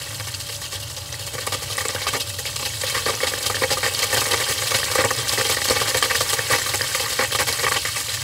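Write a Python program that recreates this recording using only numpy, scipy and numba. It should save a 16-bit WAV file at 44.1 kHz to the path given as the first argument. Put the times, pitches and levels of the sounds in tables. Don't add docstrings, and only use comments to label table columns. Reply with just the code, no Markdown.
import sys
import numpy as np
from scipy import signal
from scipy.fft import rfft, irfft, next_fast_len
from scipy.io import wavfile
from numba import njit

SR = 44100
rng = np.random.default_rng(int(sys.argv[2]) if len(sys.argv) > 2 else 0)


def unload_audio(sound):
    columns = np.transpose(np.atleast_2d(sound))
    steps = np.round(np.clip(columns, -1, 1) * 32767)
    wavfile.write(sys.argv[1], SR, steps.astype(np.int16))


N = 362930

# start_s, rise_s, length_s, gurgle_db, splash_db
CLEAR_SLUGS = [(0.009, 0.007, 0.01, -35, -32), (0.056, 0.007, 0.021, -38, -39),
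               (0.105, 0.0015, 0.023, -37.5, -40), (0.197, 0.0017, 0.0095, -27.5, -30),
               (0.265, 0.007, 0.024, -32, -28.5), (0.34, 0.0015, 0.012, -42, -33),
               (0.395, 0.007, 0.019, -39, -30), (0.466, 0.0015, 0.005, -53, -33),
               (0.487, 0.0015, 0.018, -35, -30.5), (0.537, 0.004, 0.028, -53, -30.5),
               (0.615, 0.0015, 0.032, -40, -31), (0.719, 0.004, 0.044, -38.5, -28.5),
               (0.825, 0.0015, 0.012, -41, -32), (0.868, 0.0015, 0.009, -44, -43),
               (0.896, 0.004, 0.017, -44, -32), (0.964, 0.0014, 0.022, -37.5, -29),
               (1.051, 0.007, 0.028, -42, -34), (1.121, 0.0014, 0.032, -40, -32.5),
               (1.193, 0.0015, 0.036, -42, -32.5), (1.263, 0.004, 0.015, -37, -29),
               (1.334, 0.004, 0.02, -34, -30), (1.379, 0.0015, 0.012, -32, -33),
               (1.405, 0.0015, 0.03, -35.5, -32.5), (1.465, 0.0015, 0.012, -22.5, -27),
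               (1.52, 0.0015, 0.031, -29.5, -24), (1.612, 0.013, 0.027, -29, -31),
               (1.7, 0.0015, 0.021, -40, -31), (1.775, 0.0044, 0.043, -29, -28),
               (1.848, 0.0066, 0.0083, -22.5, -26), (1.884, 0.0017, 0.024, -30, -29.5),
               (1.959, 0.0015, 0.008, -36, -47), (2.066, 0.0034, 0.024, -26.5, -24),
               (2.129, 0.0016, 0.045, -22, -26), (2.197, 0.004, 0.021, -31.5, -21.5),
               (2.261, 0.012, 0.053, -45, -31.5), (2.384, 0.004, 0.016, -37, -26),
               (2.456, 0.0014, 0.04, -34.5, -28.5), (2.559, 0.0014, 0.0067, -33, -22),
               (2.589, 0.0015, 0.042, -31, -28.5), (2.649, 0.012, 0.022, -30, -26),
               (2.736, 0.004, 0.0093, -53, -36), (2.772, 0.007, 0.011, -49, -35),
               (2.834, 0.0017, 0.014, -28.5, -34), (2.864, 0.003, 0.063, -31.5, -28),
               (2.942, 0.007, 0.05, -25.5, -24), (3.061, 0.0017, 0.045, -21.5, -22.5),
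               (3.129, 0.004, 0.016, -26, -32), (3.182, 0.0076, 0.007, -47, -37),
               (3.208, 0.007, 0.006, -30, -23), (3.228, 0.004, 0.018, -22, -24),
               (3.268, 0.0016, 0.022, -25.5, -21.5), (3.333, 0.0015, 0.016, -31, -31),
               (3.375, 0.007, 0.005, -23, -22), (3.426, 0.0015, 0.005, -40, -23),
               (3.46, 0.004, 0.015, -30, -23.5), (3.496, 0.0015, 0.014, -24.5, -27),
               (3.545, 0.0015, 0.015, -31.5, -28), (3.616, 0.0019, 0.03, -24, -25),
               (3.701, 0.0077, 0.035, -21, -20.5), (3.772, 0.0016, 0.014, -25.5, -28),
               (3.829, 0.0015, 0.058, -23.5, -24.5), (3.934, 0.004, 0.019, -29.5, -27),
               (3.967, 0.0015, 0.0093, -29.5, -32), (4.019, 0.004, 0.012, -28, -19.5),
               (4.035, 0.0087, 0.022, -26, -30), (4.123, 0.0059, 0.015, -24, -24),
               (4.161, 0.007, 0.037, -26, -26), (4.236, 0.012, 0.041, -26.5, -33),
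               (4.327, 0.0075, 0.014, -18.5, -23), (4.374, 0.0015, 0.005, -37, -31),
               (4.397, 0.0078, 0.028, -23, -26), (4.478, 0.012, 0.045, -26, -25.5),
               (4.58, 0.004, 0.011, -41, -24), (4.613, 0.007, 0.03, -27, -26),
               (4.67, 0.0015, 0.0092, -26, -20), (4.703, 0.004, 0.018, -23, -24),
               (4.739, 0.0015, 0.029, -21.5, -20.5), (4.784, 0.0015, 0.016, -32, -27),
               (4.839, 0.004, 0.006, -26, -25), (4.877, 0.013, 0.039, -29.5, -43),
               (4.949, 0.004, 0.0097, -22, -22), (4.981, 0.0015, 0.044, -21.5, -25.5),
               (5.041, 0.0013, 0.017, -19, -28), (5.105, 0.0015, 0.0098, -22, -28),
               (5.172, 0.012, 0.033, -29.5, -27), (5.281, 0.0015, 0.017, -24.5, -21),
               (5.323, 0.0017, 0.022, -23.5, -20.5), (5.378, 0.0015, 0.039, -24, -24.5),
               (5.408, 0.0015, 0.012, -24, -23), (5.442, 0.0037, 0.03, -27, -23.5),
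               (5.509, 0.0014, 0.038, -24.5, -21.5), (5.563, 0.004, 0.0078, -25, -26.5),
               (5.615, 0.0015, 0.0067, -28, -23), (5.641, 0.0036, 0.017, -24, -20.5),
               (5.697, 0.0015, 0.029, -22.5, -20), (5.75, 0.0064, 0.024, -21.5, -22),
               (5.81, 0.0044, 0.02, -23, -23), (5.873, 0.007, 0.02, -27, -24),
               (5.943, 0.0016, 0.016, -19.5, -23), (6.024, 0.0013, 0.032, -23, -20),
               (6.095, 0.007, 0.02, -19.5, -26), (6.145, 0.0076, 0.011, -22, -21.5),
               (6.203, 0.0015, 0.013, -19, -20), (6.29, 0.0015, 0.0038, -39, -24.5),
               (6.318, 0.016, 0.022, -24.5, -19.5), (6.379, 0.004, 0.009, -25, -23.5),
               (6.493, 0.02, 0.069, -18, -21.5), (6.581, 0.004, 0.013, -27, -29),
               (6.613, 0.007, 0.0098, -25.5, -25), (6.658, 0.0043, 0.0092, -22, -27),
               (6.686, 0.0015, 0.013, -38, -26), (6.73, 0.013, 0.021, -23.5, -24),
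               (6.79, 0.0062, 0.055, -27, -42), (6.947, 0.0015, 0.013, -25, -23.5),
               (6.995, 0.0015, 0.044, -28, -27), (7.094, 0.007, 0.041, -26.5, -26),
               (7.187, 0.004, 0.062, -20, -24), (7.318, 0.004, 0.012, -25.5, -18.5),
               (7.343, 0.005, 0.012, -23, -20.5), (7.386, 0.0015, 0.04, -20, -21),
               (7.465, 0.014, 0.048, -23.5, -25.5), (7.525, 0.0015, 0.006, -31, -21),
               (7.59, 0.004, 0.028, -27, -31), (7.625, 0.0081, 0.024, -15, -24.5),
               (7.664, 0.0013, 0.019, -19, -29.5), (7.717, 0.0018, 0.029, -20, -25.5),
               (7.754, 0.007, 0.02, -18, -21.5), (7.851, 0.0015, 0.04, -27, -28),
               (7.957, 0.0017, 0.059, -28.5, -25.5), (8.092, 0.0015, 0.045, -39, -29)]
# start_s, level_db, pitch_hz (at the start of the ring)
LOUD_DROPS = [(0.341, -15.5, 4340), (0.616, -35, 4380), (1.1273, -16, 5800), (1.5243, -21, 3250),
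              (1.7705, -11, 8500), (1.8843, -7, 7640), (2.135, -19, 3360), (2.207, -15, 3720),
              (2.5636, -12, 7500), (2.832, -27, 3820), (3.058, -13, 4370), (3.152, -13, 5800),
              (3.4296, -29, 3120), (3.7045, -22, 4450), (3.949, -10, 4460), (4.0194, -16, 3100),
              (4.672, -18, 4070), (5.0493, -6.5, 7540), (5.1118, -20, 4910), (5.1497, -17, 5000),
              (5.2934, -11, 4940), (5.3244, -24, 3300), (5.699, -9.5, 4300), (6.1964, -14, 4960),
              (6.21, -12, 4300), (6.2913, -11.5, 5050), (6.563, -13, 5100), (6.7575, -9, 7600),
              (6.8182, -8.5, 4770), (7.3187, -22, 4500), (7.3936, -17, 4920), (7.5268, -15, 4710),
              (7.595, -14, 4640), (8.093, -25, 4980)]
# start_s, level_db, pitch_hz (at the start of the ring)
LARGE_BUBBLES = [(0.2035, -30, 1170), (0.618, -24.5, 1810), (1.3817, -22, 1780), (1.4696, -19, 1140),
                 (1.5219, -23, 1120), (1.702, -24, 1160), (1.7838, -17, 1890), (1.9618, -18, 1550),
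                 (2.0678, -12, 1150), (2.1386, -20, 1190), (2.389, -22, 1830), (2.4544, -18.5, 2170),
                 (2.594, -29, 1140), (2.835, -19, 1800), (3.204, -17, 1870), (3.2697, -16, 1940),
                 (3.3373, -14.5, 1710), (3.499, -13.5, 1190), (3.5447, -15.5, 1730), (3.5678, -16.5, 1750),
                 (3.614, -21, 2190), (3.703, -19, 1730), (3.7716, -14.5, 1140), (3.83, -18, 1850),
                 (3.8642, -12, 1810), (4.1634, -15, 1850), (4.4785, -22, 1800), (4.561, -28, 1960),
                 (4.6703, -21, 2290), (4.831, -14.5, 1770), (4.9558, -9.5, 1140), (4.9816, -14, 1630),
                 (5.04, -12, 1800), (5.1066, -13.5, 1750), (5.3763, -14, 1900), (5.453, -20, 1900),
                 (5.517, -25, 1090), (5.6186, -14, 1880), (5.8172, -12, 1120), (5.914, -22, 1950),
                 (5.946, -14, 1810), (6.026, -11, 1620), (6.2086, -15, 1120), (6.3039, -18, 1830),
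                 (6.392, -10, 1750), (6.4794, -25, 2280), (6.5327, -10, 1800), (6.618, -19, 1800),
                 (6.7382, -14, 2150), (6.8099, -11.5, 1730), (6.9252, -35, 2170), (6.9483, -14.5, 1990),
                 (6.997, -20, 2000), (7.189, -24, 1110), (7.209, -16, 1610), (7.311, -21, 1780),
                 (7.3502, -12, 1160), (7.3896, -13.5, 1840), (7.4213, -18, 1590), (7.5878, -23, 1800),
                 (7.715, -13.5, 1140), (7.8516, -15, 1930), (7.9696, -17.5, 1940), (8.085, -20.5, 2220)]
# time_s, deep_churn_db, trickle_db, foam_hiss_db
STEADY_FLOW = [(0.0, -53.5, -41, -31), (1.01, -50.5, -47, -34.5), (2.04, -36, -33.5, -28.5),
               (2.29, -47.5, -47, -33), (2.84, -43.5, -37.5, -26.5), (3.09, -32, -32.5, -27),
               (3.78, -36, -35.5, -26.5), (4.26, -26, -27, -22.5), (4.58, -34.5, -33, -24),
               (4.9, -29.5, -26, -24), (5.13, -33.5, -32.5, -24.5), (5.89, -32, -28.5, -25),
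               (6.17, -35, -31.5, -24), (6.97, -36.5, -30.5, -24), (7.45, -43, -36, -27.5),
               (7.56, -34, -28.5, -23.5), (7.88, -56, -37, -26), (8.23, -43, -32.5, -26.5)]
# pitch_hz, width_hz, level_db
AIR_RESONANCES = [(275, 10.3, -7.5), (321.6, 28, -10.5), (408, 17, -10), (468, 16.7, 3), (518, 34, 6),
                  (569, 52, -4.5), (627, 22, -15), (715, 27, -8), (824.4, 32, 1), (944, 21, -1.5),
                  (1044, 22, -14.5), (1148, 92, -4.5), (1192, 97, 1), (1413, 62, -7), (1590, 147, 2),
                  (1803, 62, 4.5), (1912, 150, 3), (2034, 110, -11.5), (2210, 37, 1), (2219, 34, 1),
                  (2594, 16.3, 6), (2720, 16, -13.5), (2830, 36, -4), (3079, 62, -5.5), (3139, 17.6, -1),
                  (3407, 24, -4.5), (3718, 276, -7.5), (4078, 89, -5), (4362, 67, -3), (4760, 214, -8.5)]
BAND_EDGES_HZ = 210, 890, 2750, 5600
# pitch_hz, level_db (per Hz)
SPRAY_COLOUR = [(3180, -32), (5400, -8), (6230, -5), (6630, -4), (7000, -5), (7580, -2.5), (8140, -2),
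                (9110, -6), (10700, -5.5), (13900, -12.5), (15700, -11.5)]
# pitch_hz, level_db (per Hz)
RUMBLE_COLOUR = [(24, -37), (40, -16.5), (103, 4), (127, 0), (215, -26.5), (307, -12.5), (364, -24.5),
                 (519, -20), (569, -26), (634, -16), (728, -25.5), (824, -14.5), (992, -22), (1160, -22),
                 (1600, -21.5), (2080, -50), (3520, -120)]
# delay_ms, gain (plain factor; a minus flips the wave)
WALL_REFLECTIONS = [(1.7, -.13), (2.9, .13), (4.3, .11), (6.1, -.09)]

RUMBLE_DB, WHINE_HZ, WHINE_DB = -37.5, 572, -49.5
GULP_DB, PLOP_DB, SPLASH_DB, SPRAY_DB = -1, -3.5, -2, -2.5
DEEP_SHARE = 0.58
SCATTER_DB = 1.8
SMALL_RISE_S, SMALL_LENGTH_S, SMALL_DB, SMALL_SCATTER_DB = 0.0017, 0.010, 2.5, 0
SPRAY_SHARE = 0.68
MIC_LOW_HZ, TOP_HZ = 48, 15710

FFT_SIZE = next_fast_len(N + SR)
HZ = np.fft.rfftfreq(FFT_SIZE, 1 / SR)[1:]
TIME = np.arange(N) / SR


def undb(db):
    return 10 ** (np.asarray(db) / 20)


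def through(x, response):
    response = response / np.sqrt(np.mean(np.abs(response) ** 2))
    response = np.append(0, response)
    return irfft(rfft(x, FFT_SIZE) * response, FFT_SIZE)[:N]


def colour(points):
    hz, db = np.transpose(points)
    level_db = np.interp(np.log(np.append(1, HZ)), np.log(hz), db)
    cepstrum = irfft(np.log(undb(level_db)), FFT_SIZE)
    cepstrum[1:FFT_SIZE // 2] *= 2
    cepstrum[FFT_SIZE // 2 + 1:] = 0
    return np.exp(rfft(cepstrum))[1:]


def noise_sizes(spread_db, limit, count=N):
    return undb(spread_db * np.minimum(rng.exponential(size=count), limit))


def crackle(spread_db):
    x = rng.standard_normal(N) * noise_sizes(spread_db, limit=5)
    return x / np.std(x)


def patter(rate, spread_db, fade_s, bed):
    hit = rng.random(N) < rate / SR
    keep = np.exp(-1 / (fade_s * SR))
    power = signal.lfilter([1], [1, -keep], hit * noise_sizes(2 * spread_db, limit=3))
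    power = power / np.mean(power) + bed
    return np.sqrt(power / np.mean(power))


def pops(rate, spread_db):
    hit = rng.random(N) < rate / SR
    sign = rng.choice([-1., 1.], N)
    x = hit * sign * noise_sizes(spread_db, limit=2.5)
    return x / np.std(x)


@njit
def ring(count, start, hz, cycles, size, glide, rate):
    out = np.zeros(count)
    for k in range(len(start)):
        step = 2 * np.pi * hz[k] / rate
        fade = np.exp(-hz[k] / (cycles[k] * rate))
        phase, gain, i = 0., size[k], start[k]
        while gain > size[k] / 300 and i < count:
            out[i] += gain * np.sin(phase)
            phase += step
            step *= 1 + glide * (1 - fade)
            gain *= fade
            i += 1
    return out


def rings(table, cycles, glide):
    s, db, hz = np.transpose(table)
    start = (s * SR).astype(np.int64)
    return ring(N, start, hz, np.full(len(s), cycles), undb(db), glide, 1. 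* SR)


def bubbles(count, low_hz, high_hz, cycles, spread_db, glide):
    start = (rng.random(count) * N).astype(np.int64)
    hz = low_hz * (high_hz / low_hz) ** rng.random(count)
    size = noise_sizes(spread_db, limit=3, count=count)
    x = ring(N, start, hz, np.full(count, cycles), size, glide, 1. * SR)
    return x / np.std(x)


def pump():
    rumble = undb(RUMBLE_DB) * through(rng.standard_normal(N), colour(RUMBLE_COLOUR))
    waver = np.interp(TIME * 12, np.arange(120), undb(2 * rng.standard_normal(120)))
    whine = np.sqrt(2) * undb(WHINE_DB) * waver * np.sin(2 * np.pi * WHINE_HZ * TIME)
    return rumble + whine


def drops():
    small = rings(LOUD_DROPS, cycles=8., glide=.03)
    large = rings(LARGE_BUBBLES, cycles=6., glide=.04)
    return small + large


def slugs(count):
    s, churn, trickle, foam = np.transpose(STEADY_FLOW)
    when = rng.random(count) * N / SR
    small_length = SMALL_LENGTH_S * (.5 + rng.random(count))
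    small_db = SMALL_DB + SMALL_SCATTER_DB * (2 * rng.random(count) - 1)
    small = [when, np.full(count, SMALL_RISE_S), small_length,
             np.interp(when, s, trickle) + small_db, np.interp(when, s, foam) + small_db]
    start, rise, length, gurgle, splash = np.hstack([np.transpose(CLEAR_SLUGS), small])
    deep = DEEP_SHARE * np.interp(start, s, churn - trickle)
    spray = splash + (1 - SPRAY_SHARE) * np.minimum(np.interp(start, s, foam) - splash, 0)
    low, high = SCATTER_DB * rng.standard_normal((2, len(start)))
    return np.transpose([start, rise, length,
                         gurgle + deep + GULP_DB + low,
                         gurgle + PLOP_DB - low / 2,
                         splash + SPLASH_DB - high / 2,
                         spray + SPRAY_DB + high])


def surges(rows, column, slap, sag_s, tail_s):
    power = np.zeros(N)
    for row in rows:
        start, rise, length = int(row[0] * SR), max(row[1], .001), row[2]
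        t = np.arange(min(N - start, SR // 4)) / SR
        shape = np.minimum(t / rise, 1) ** 2
        shape *= np.exp(-t / sag_s - np.maximum(t - length, 0) / tail_s)
        shape *= 1 + slap * .002 / rise * np.exp(-np.maximum(t - rise, 0) / .004)
        power[start:start + len(t)] += undb(2 * row[column]) * shape
    return power


def knocks(gain_db):
    s, db, _ = np.transpose(LARGE_BUBBLES)
    x = np.zeros(N)
    x[(s * SR).astype(int)] = undb(db + gain_db)
    return x


def cavity(band):
    modes = 0
    for hz, width, db in AIR_RESONANCES:
        modes = modes + undb(db) / (1 + 1j * (HZ ** 2 - hz ** 2) / (HZ * width))
    edges = signal.butter(4, BAND_EDGES_HZ[band:band + 2], "band", fs=SR, output="sos")
    return modes * signal.sosfreqz(edges, HZ, fs=SR)[1]


def open_air():
    dull = 1 / (1 + 1j * HZ / 9000)
    echoes = sum(gain * np.exp(-2j * np.pi * HZ * ms / 1000) for ms, gain in WALL_REFLECTIONS)
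    return colour(SPRAY_COLOUR) * (1 + dull * echoes)


def spray_drive(rows, foam):
    mist = bubbles(count=9000, low_hz=5154.0, high_hz=15620.0, cycles=8.4, spread_db=2.5, glide=0.035)
    ticks = patter(rate=140.0, spread_db=4.0, fade_s=0.0048, bed=1.7)
    strength = np.sqrt(surges(rows, column=6, slap=0.62, sag_s=0.3, tail_s=0.0073) + 0.4 * foam)
    return strength * (0.65 * ticks * crackle(2.1) + undb(-8.0) * mist)


def splash_drive(rows, foam):
    fizz = bubbles(count=5000, low_hz=2635.0, high_hz=6320.0, cycles=6.4, spread_db=5.5, glide=0.04)
    spits = patter(rate=200.0, spread_db=-0.5, fade_s=0.0063, bed=1.0)
    strength = np.sqrt(surges(rows, column=5, slap=0.38, sag_s=0.095, tail_s=0.0048) + 0.29 * foam)
    return strength * spits * (0.81 * crackle(2.9) + undb(-13.5) * fizz)


def plop_drive(rows, trickle, lumps, kicks):
    pockets = bubbles(count=3000, low_hz=900., high_hz=3000., cycles=6., spread_db=3., glide=.08)
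    strength = np.sqrt(surges(rows, column=4, slap=0.62, sag_s=0.17, tail_s=0.0021) + 0.42 * trickle)
    rough = lumps * (0.56 * crackle(1.5) + undb(-12.5) * pockets)
    return strength * (rough + kicks) + knocks(gain_db=3.5)


def gulp_drive(rows, churn, lumps, kicks):
    strength = np.sqrt(surges(rows, column=3, slap=0.79, sag_s=0.056, tail_s=0.0017) + 0.3 * churn)
    return strength * (0.6 * lumps * crackle(0.86) + kicks) + knocks(gain_db=10.0)


def water():
    s, *flow_db = np.transpose(STEADY_FLOW)
    churn, trickle, foam = (undb(2 * np.interp(TIME, s, db)) for db in flow_db)
    rows = slugs(count=35)
    lumps = patter(rate=120., spread_db=3.5, fade_s=0.0036, bed=0.11)
    kicks = undb(-3) * pops(rate=260., spread_db=2.5)
    spray = through(spray_drive(rows, foam), open_air())
    splash = through(splash_drive(rows, foam), cavity(band=2))
    plop = through(plop_drive(rows, trickle, lumps, kicks), cavity(band=1))
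    gulp_push = gulp_drive(rows, churn, lumps, kicks)
    gulp = through(gulp_push, cavity(band=0))
    thump = undb(-10.0) * through(gulp_push, colour(RUMBLE_COLOUR))
    return spray + splash + plop + gulp + thump


def scene():
    return (pump() + drops() + water())[None]


def record(dry):
    bass_cut = signal.butter(3, MIC_LOW_HZ, "high", fs=SR, output="sos")
    top_cut = signal.ellip(12, .3, 80, TOP_HZ, fs=SR, output="sos")
    return signal.sosfilt(top_cut, signal.sosfilt(bass_cut, dry))


dry = scene()
out = record(dry)
unload_audio(out)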